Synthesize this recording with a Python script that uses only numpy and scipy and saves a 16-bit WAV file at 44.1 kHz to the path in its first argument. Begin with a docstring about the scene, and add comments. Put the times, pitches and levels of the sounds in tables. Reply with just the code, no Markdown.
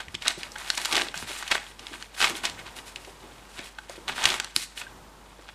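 """Newspaper crackles under puppies crawling over it and a blanket in a plastic crate, heard close up.
Creases buckle with a snap, tiny folds crumple under load, and sliding friction makes the sheets hiss.
The plastic rings at claw taps and under loud snaps, paws bump the padded floor, the loudest snap
carries a low thud, and one pad squeaks by stick-slip.
The air in the crate resonates and its walls give a short echo, over a quiet room with a low mains hum."""
import sys
import numpy as np
from scipy import signal
from scipy.fft import rfft, irfft, next_fast_len
from scipy.io import wavfile
from scipy.ndimage import uniform_filter1d

SR = 44100
rng = np.random.default_rng(int(sys.argv[2]) if len(sys.argv) > 2 else 0)


def master_out(mix):
    """Clip the mix to full scale and print it as 16-bit PCM to the path in sys.argv[1]."""
    frames = np.transpose(np.atleast_2d(mix))
    ceiling = np.clip(frames, -1, 1)
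    pcm = np.round(ceiling * 32767).astype(np.int16)
    wavfile.write(sys.argv[1], SR, pcm)


N = 244314
TIME = np.arange(N) / SR


def undb(db):
    """Logarithmic level: decibels to amplitude ratio."""
    return 10 ** (np.asarray(db) / 20)


def unit(x, first_s=np.inf):
    """Normalisation: scale to rms 1, taken over the whole signal or its opening first_s."""
    opening = x[TIME[:len(x)] < first_s]
    return x / np.sqrt(np.mean(opening ** 2))


def colour(x, points):
    """Minimum-phase filtering through (frequency_hz, gain_db) points: clicks keep a sharp front."""
    hz, db = np.transpose(points)
    size = next_fast_len(len(x)) * 2
    f = np.maximum(np.arange(size // 2 + 1) * SR / size, 1)
    gain = undb(np.interp(np.log(f), np.log(hz), db))
    cepstrum = irfft(np.log(gain))
    cepstrum[1:size // 2] *= 2
    cepstrum[size // 2 + 1:] = 0
    return irfft(rfft(x, size) * np.exp(rfft(cepstrum)))[:len(x)]


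def add(out, start_s, sound):
    """Superposition: mix a sound in at start_s."""
    i = int(np.clip(start_s * SR, 0, N - 1))
    out[i:i + len(sound)] += sound[:N - i]


def wander(rate_hz):
    """Random modulation: smoothed noise of rms 1."""
    step = max(int(SR / rate_hz), 1)
    held = np.repeat(rng.standard_normal(N // step + 1), step)
    return unit(uniform_filter1d(held, step)[:N])


def resonance(centre_hz, octaves, skirt_db):
    """Broad resonance with straight skirts, as (frequency_hz, gain_db) points."""
    f = np.geomspace(20, SR / 2, 60)
    return np.column_stack([f, -skirt_db * (np.hypot(1, np.log2(f / centre_hz) / octaves) - 1)])


def envelope(peak_s, rise_s, hold_s, fall_s):
    """Growth and decay: a quadratic swell up to peak_s, a hold, then an exponential fall."""
    swell = np.clip(1 - (peak_s - TIME) / rise_s, 0, 1) ** 2
    return swell * np.exp(-np.maximum(TIME - peak_s - hold_s, 0) / fall_s)


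# A paw loads the sheet, which crumples and relaxes: peak_s, level_db, rise_s, fall_s
PAW_PRESSES = [(.005, -37.5, 0.013, 0.021), (.279, -27.5, .065, 0.015), (.44, -42.5, .02, .03),
               (0.776, -28, 0.0059, 0.029), (.965, -29, 0.26, 0.064), (1.014, -26.5, 0.11, 0.011),
               (1.52, -23, 0.028, 0.014), (1.554, -26.5, 0.017, 0.022), (1.95, -42, 0.055, 0.015),
               (2.24, -21.5, 0.069, .035), (2.443, -28, 0.019, 0.03), (2.666, -41.5, 0.037, 0.03),
               (2.962, -44.5, 0.0055, .03), (3.59, -39.5, 0.058, .04), (4.083, -26, .01, .012),
               (4.096, -30, 0.011, 0.021), (4.183, -32, 0.027, 0.012), (4.25, -27.5, 0.078, 0.09),
               (4.815, -41.5, 0.054, 0.029), (5.495, -50.5, .04, 0.022)]
# A paw or belly drags over the paper: start_s, length_s, slide_db, crumple_db
BODY_DRAGS = [(0.226, 0.097, -46.5, -40.5), (0.391, 0.069, -49.5, -46.5), (0.587, 0.14, -46, -40),
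              (0.733, 0.31, -42.5, -45), (1.16, 0.069, -42.5, -40.5), (1.279, .11, -40.5, -41),
              (1.407, 0.14, -49.5, -43.5), (1.602, .1, -54, -50), (1.802, 0.24, -53, -51),
              (2.148, 0.025, -54, -47), (2.18, .12, -42, -40), (2.35, 0.036, -44.5, -41),
              (2.588, 0.012, -61, -43), (2.77, 0.018, -48, -46), (2.863, 0.027, -49, -50),
              (2.988, 0.14, -56, -60), (3.496, 0.094, -53.5, -64), (3.64, 0.047, -49.5, -49.5),
              (3.89, 0.072, -54.5, -49.5), (4.165, 0.19, -41, -36.5), (4.562, 0.069, -36.5, -53.5),
              (4.776, 0.02, -38.5, -47), (5.39, .12, -70, -62)]
def crawling(fidget_crumple_db=-58.5, fidget_slide_db=-61, slip_db=-13):
    """Incoherent addition: fidgets, presses and drags sum in power to crumple and slide levels in dB."""
    pause_s, pause_half_width_s, pause_db = 5.08, 0.17, -10  # the walking puppy stands
    fidget = undb(pause_db * np.exp(-((TIME - pause_s) / pause_half_width_s) ** 2))
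    crumple_power = (undb(fidget_crumple_db) * fidget) ** 2
    slide_power = (undb(fidget_slide_db) * fidget) ** 2
    for peak_s, level_db, rise_s, fall_s in PAW_PRESSES:
        load = undb(level_db) * envelope(peak_s, rise_s, 0, fall_s)
        crumple_power += load ** 2
        slide_power += (undb(slip_db) * load) ** 2  # a loaded paw also slips a little
    for start_s, length_s, slide_db, crumple_db in BODY_DRAGS:
        speed = envelope(start_s, rise_s=0.029, hold_s=length_s, fall_s=0.023)
        crumple_power += (undb(crumple_db) * speed) ** 2
        slide_power += (undb(slide_db) * speed) ** 2
    return 10 * np.log10(crumple_power), 10 * np.log10(slide_power)


def crackle(folds_per_s=1700, spread_db=4.0, centre_hz=2690, octaves=2.15, mean_cycles=0.91):
    """Crackling noise: tiny folds give way at random with power-law sizes, so a few are much louder."""
    out, t = np.zeros(N), TIME[:256]
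    for when, size, pitch, ring in rng.random((int(folds_per_s * N / SR), 4)):
        hz = min(centre_hz * 2 ** (octaves * (2 * pitch - 1)), SR / 3)
        amplitude = undb(-spread_db * np.log(.02 + size)) * hz / centre_hz
        cycles = mean_cycles * (.5 + ring)
        fold = np.sin(2 * np.pi * hz * t) * np.exp(-t * hz / cycles)
        add(out, when * N / SR, amplitude * fold)
    return unit(out)


# Spectrum of crumpling paper: frequency_hz, gain_db
CRUMPLE_SPECTRUM = [(80, -23.5), (220, -9), (360, -11.5), (550, -8.5), (780, -2), (1050, -4), (1550, -1.5),
                    (2500, -2.5), (3800, -3.5), (5500, -13.5), (8000, -15), (11000, -26), (15000, -32)]
def crumpling(level_db, gain_db=0.5, fibre_db=-6, fits_db=1.6):
    """Small-scale buckling: dense crackle in fits and starts, over the fine noise of bending fibres."""
    folds_and_fibres = crackle() + undb(fibre_db) * rng.standard_normal(N)
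    sheet = unit(colour(folds_and_fibres, CRUMPLE_SPECTRUM))
    return sheet * undb(level_db + gain_db + fits_db * wander(rate_hz=90))


# Spectrum of sliding paper: frequency_hz, gain_db
SLIDE_SPECTRUM = [(200, -21.5), (900, -13.5), (2000, 1.5), (4000, 1.5), (6500, -2), (9000, -0.5),
                  (11000, -5.5), (15000, -18)]
def sliding(level_db, gain_db=-0.32, catch_db=1.5, uneven_db=2.5):
    """Sliding friction: paper and fur rub with a bright hiss that catches and slips."""
    rub = rng.standard_normal(N) * undb(catch_db * wander(rate_hz=700))
    hiss = unit(colour(rub, SLIDE_SPECTRUM))
    return hiss * undb(level_db + gain_db + uneven_db * wander(rate_hz=45))


# Spectrum of the room air: frequency_hz, gain_db
AIR_SPECTRUM = [(25, -11), (80, -2.5), (240, -3), (320, -4.5), (390, -3), (660, -6.5), (900, -2.5),
                (1300, -7.5), (2000, -15), (4000, -19), (7700, -21.5), (15000, -31)]
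def room_tone(air_db=-52.5, waver_db=3.0, hum_hz=49.6, hum_db=-56.5):
    """Ambient noise: broadband room air wavers in level over a sinusoidal mains hum."""
    air = unit(colour(rng.standard_normal(N), AIR_SPECTRUM))
    hum = unit(np.sin(2 * np.pi * hum_hz * TIME))
    return air * undb(air_db + waver_db * wander(rate_hz=4.97)) + undb(hum_db) * hum


# Modes of the plastic floor: pitch_hz, gain_db, decay_s
FLOOR_MODES = [(860, -7.5, 0.0045), (1520, -2, 0.0028), (1610, -10, 0.0037), (2600, -11, 0.002),
               (3084, -7.5, 0.0025), (4500, -30, .0008)]
# Short midrange rings of the crate: start_s, level_db
# Those at 0.702, 4.255, 4.3995 and 4.5627 s lie under loud paper snaps; the rest are claw taps.
CRATE_RINGS = [(.003, -33.5), (.5565, -38.5), (0.5601, -32), (.702, -27.5), (1.1423, -29), (3.7863, -32),
               (4.255, -25), (4.3995, -27), (4.5627, -37), (5.489, -37.5)]
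def crate_rings(scatter_db=2, scrape_db=-7, scrape_s=0.0045, cutoff_hz=700):
    """Modal vibration: the damped plastic rings briefly, with a scrape of the paper on top."""
    out, t = np.zeros(N), TIME[:1024]
    for start_s, level_db in CRATE_RINGS:
        ring = np.zeros(len(t))
        for pitch_hz, gain_db, decay_s in FLOOR_MODES:
            amplitude = undb(gain_db + scatter_db * rng.standard_normal())
            ring += amplitude * np.sin(2 * np.pi * pitch_hz * t) * np.exp(-t / decay_s)
        scrape = colour(rng.standard_normal(len(t)) * np.exp(-t / scrape_s), CRUMPLE_SPECTRUM)
        tick = unit(ring) + undb(scrape_db) * unit(scrape)
        add(out, start_s, undb(level_db) * unit(tick, first_s=.005))
    return signal.sosfilt(signal.butter(4, cutoff_hz, "highpass", fs=SR, output="sos"), out)


# Low thuds: start_s, relative_level_db, centre_hz, decay_s
# The one at 4.252 s is the overload thud of the loudest snap; the rest are paws on the padded floor.
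LOW_THUDS = [(.077, -38.5, 100, 0.0077), (.142, -38.5, 110, 0.009), (.375, -35.5, 190, 0.0063),
             (.926, -39.5, 380, 0.088), (1.027, -36, 322, 0.0062), (1.16, -42.5, 136, .012),
             (1.222, -39.5, 130, .014), (1.298, -42, 361, 0.015), (1.80, -50, 304, 0.027),
             (1.91, -46.5, 263, 0.04), (2.299, -40, 308, 0.043), (3.072, -44, 402, 0.019),
             (3.233, -47.5, 328, 0.015), (3.59, -41.5, 364, 0.015), (3.895, -37, 603, 0.013),
             (3.977, -42.5, 338, 0.015), (4.1, -54, 150, 0.063), (4.252, -38, 100, 0.0077),
             (4.303, -39.5, 276, 0.021), (4.567, -37, 180, 0.0065), (5.383, -48, 420, 0.014)]
def low_thuds(rise_s=0.00053, gain_db=2):
    """Damped resonance: a soft-edged burst of noise excites a broad low band, giving a dull knock."""
    out, t = np.zeros(N), TIME[:8192]
    for start_s, relative_level_db, centre_hz, decay_s in LOW_THUDS:
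        burst = (1 - np.exp(-t / rise_s)) * np.exp(-t / decay_s)
        burst_rms = np.sqrt(np.mean(burst ** 2))
        band = resonance(centre_hz, octaves=.7, skirt_db=10)
        knock = unit(colour(rng.standard_normal(len(t)) * burst, band))
        add(out, start_s, undb(relative_level_db + gain_db) * burst_rms * knock)
    return out


# Response of the sheet to a crack: frequency_hz, gain_db
SHEET_RESPONSE = [(100, -8), (220, 8), (550, 0.5), (780, 4), (1100, 1.5), (1600, 1), (3700, -2),
                  (5000, -2.5), (7500, -0.5), (10500, -1), (15000, -13)]
# Creases snap through: start_s, level_db, centre_hz, spread_octaves, decay_s
CREASE_SNAPS = [(0.0832, -38.5, 2460, .75, 0.0023), (0.144, -33, 2830, 0.65, 0.0065),
                (0.1506, -27.5, 3270, 0.63, 0.0024), (0.222, -32.5, 2780, 0.63, 0.0026),
                (0.2707, -25.5, 3120, 0.48, 0.01), (0.2808, -15.5, 3770, 0.69, 0.0012),
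                (.432, -30, 2900, .65, .002), (0.5185, -40.5, 5700, .3, 0.00099),
                (.584, -40, 4500, 1, .0015), (0.751, -36, 5000, 0.77, .003),
                (0.816, -32, 2950, 1.1, 0.0016), (0.9798, -26, 2670, 1.1, 0.00062),
                (.702, -18, 3800, 0.49, 0.0013), (0.7773, -23.5, 2900, 1.03, 0.0023),
                (.849, -25.5, 3440, 0.68, 0.0045), (.8557, -22.5, 2800, 1.1, .0027),
                (0.926, -21.5, 2560, 1.04, .003), (0.93, -25.5, 2900, .8, 0.003),
                (.9541, -20, 2900, 0.81, 0.0032), (0.9665, -19.5, 3500, 0.52, 0.0025),
                (1.0184, -24.5, 3480, 0.52, .0012), (1.0855, -32.5, 2930, 0.41, 0.0011),
                (1.1764, -32.5, 5300, .6, 0.00092), (1.2253, -34.5, 1350, 0.48, .001),
                (1.4261, -30.5, 1720, 1.05, 0.004), (1.4782, -31, 3120, 0.88, 0.006),
                (1.514, -20.5, 2650, 0.77, 0.011), (1.794, -39, 2830, 0.94, 0.002),
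                (1.868, -34, 2780, 0.44, 0.00064), (2.0252, -34, 2270, 0.71, 0.0013),
                (2.2033, -24, 2530, 0.7, 0.012), (2.2149, -19.5, 2490, .8, 0.0029),
                (2.2249, -20.5, 2760, .6, .003), (2.2434, -16.5, 2900, 0.6, 0.007),
                (2.2975, -29.5, 3660, 1.3, 0.0011), (2.3532, -34.5, 2780, 0.4, .0012),
                (2.4524, -21, 3440, 0.66, 0.0045), (2.4974, -33.5, 3220, 0.84, 0.0023),
                (2.9596, -31.5, 2830, 0.61, 0.0017), (3.0484, -42.5, 2460, 0.71, .003),
                (3.5925, -36, 2380, 0.67, 0.0021), (3.896, -40, 4300, 1.3, 0.0026),
                (4.2411, -21.5, 3000, 0.82, 0.00057), (4.2548, -11, 2750, 0.8, 0.0025),
                (4.2893, -26, 3230, 1.2, .0016), (4.302, -22, 3200, 0.7, 0.003),
                (4.3405, -26.5, 1880, 1, 0.0077), (4.3998, -24, 3600, .8, .0019),
                (4.4451, -31, 3430, 0.79, 0.00075), (4.5631, -15.5, 3800, 0.99, 0.00058),
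                (4.776, -34, 3120, 0.26, .0025), (4.8155, -32.5, 2070, 0.55, 0.003)]
def crease_snaps(flutter_s=0.0033, flutter_db=-18, first_crack=0.4, ring_gain=0.33, ring_cycles=3):
    """Snap-through buckling: a crease yields in a run of cracks, its facet rings, the sheet flutters."""
    out, t = np.zeros(N), TIME[:2048]
    for start_s, level_db, centre_hz, spread_octaves, decay_s in CREASE_SNAPS:
        flutter = undb(flutter_db) * np.exp(-t / flutter_s)
        force = rng.standard_normal(len(t)) * (np.exp(-t / decay_s) + flutter)
        force[0] += first_crack
        crease = colour(force, resonance(centre_hz, spread_octaves, skirt_db=11))
        cracks = colour(crease, SHEET_RESPONSE)
        facet = np.sin(2 * np.pi * centre_hz * t) * np.exp(-t * centre_hz / ring_cycles)
        snap = unit(cracks) + ring_gain * unit(facet)
        add(out, start_s, undb(level_db) * unit(snap, first_s=.005))
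    return out


# One squeak of a paw pad: peak_s, pitch_hz, half_width_s
PAD_SQUEAK = (4.8703, 1600, .0028)
def pad_squeak(level_db=-34.5):
    """Stick-slip oscillation: a pad grips and releases for a few cycles."""
    peak_s, pitch_hz, half_width_s = PAD_SQUEAK
    swell = np.exp(-((TIME - peak_s) / half_width_s) ** 2)
    return undb(level_db) * swell * np.sin(2 * np.pi * pitch_hz * TIME)


def crate_cavity(x, pitch_hz=352, bandwidth_hz=90, boom_db=-9):
    """Cavity resonance: the air in the crate booms at one low pitch."""
    boom = signal.lfilter(*signal.iirpeak(pitch_hz, pitch_hz / bandwidth_hz, fs=SR), x)
    return x + undb(boom_db) * boom


def reflections(x, walls_db=-14, walls_decay_s=0.0042, room_db=-15, room_t60_s=0.42):
    """Reverberation: sparse early reflections from the crate walls, then the diffuse tail of the room."""
    t = TIME[:SR // 2]
    arrivals = rng.standard_normal(len(t)) * (rng.random(len(t)) < .05)
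    walls = arrivals * np.exp(-t / walls_decay_s) * (t > .002)
    tail = rng.standard_normal(len(t)) * undb(-60 * t / room_t60_s) * (t > .008)
    echo = (undb(walls_db) * unit(walls) + undb(room_db) * unit(tail)) / np.sqrt(len(t))
    echo = colour(echo, [(200, 6.5), (3500, -1.0), (8000, 3.5), (15000, -19.0)])
    return x + signal.fftconvolve(x, echo)[:N]


def scene():
    """Source and filter: paper and paws sound through the crate, with the room behind, in mono."""
    crumple_db, slide_db = crawling()
    paper = crease_snaps() + crumpling(crumple_db) + sliding(slide_db)
    sources = paper + crate_rings() + low_thuds() + pad_squeak()
    return (reflections(crate_cavity(sources)) + room_tone())[None]


def record(dry, ceiling=.9, cutoff_hz=15000):
    """Clipping and band limiting: peaks stop just under full scale and the top treble is cut."""
    lowpass = signal.ellip(8, .2, 70, cutoff_hz, fs=SR, output="sos")
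    return signal.sosfilt(lowpass, np.clip(dry, -ceiling, ceiling))


dry = scene()
out = record(dry)
master_out(out)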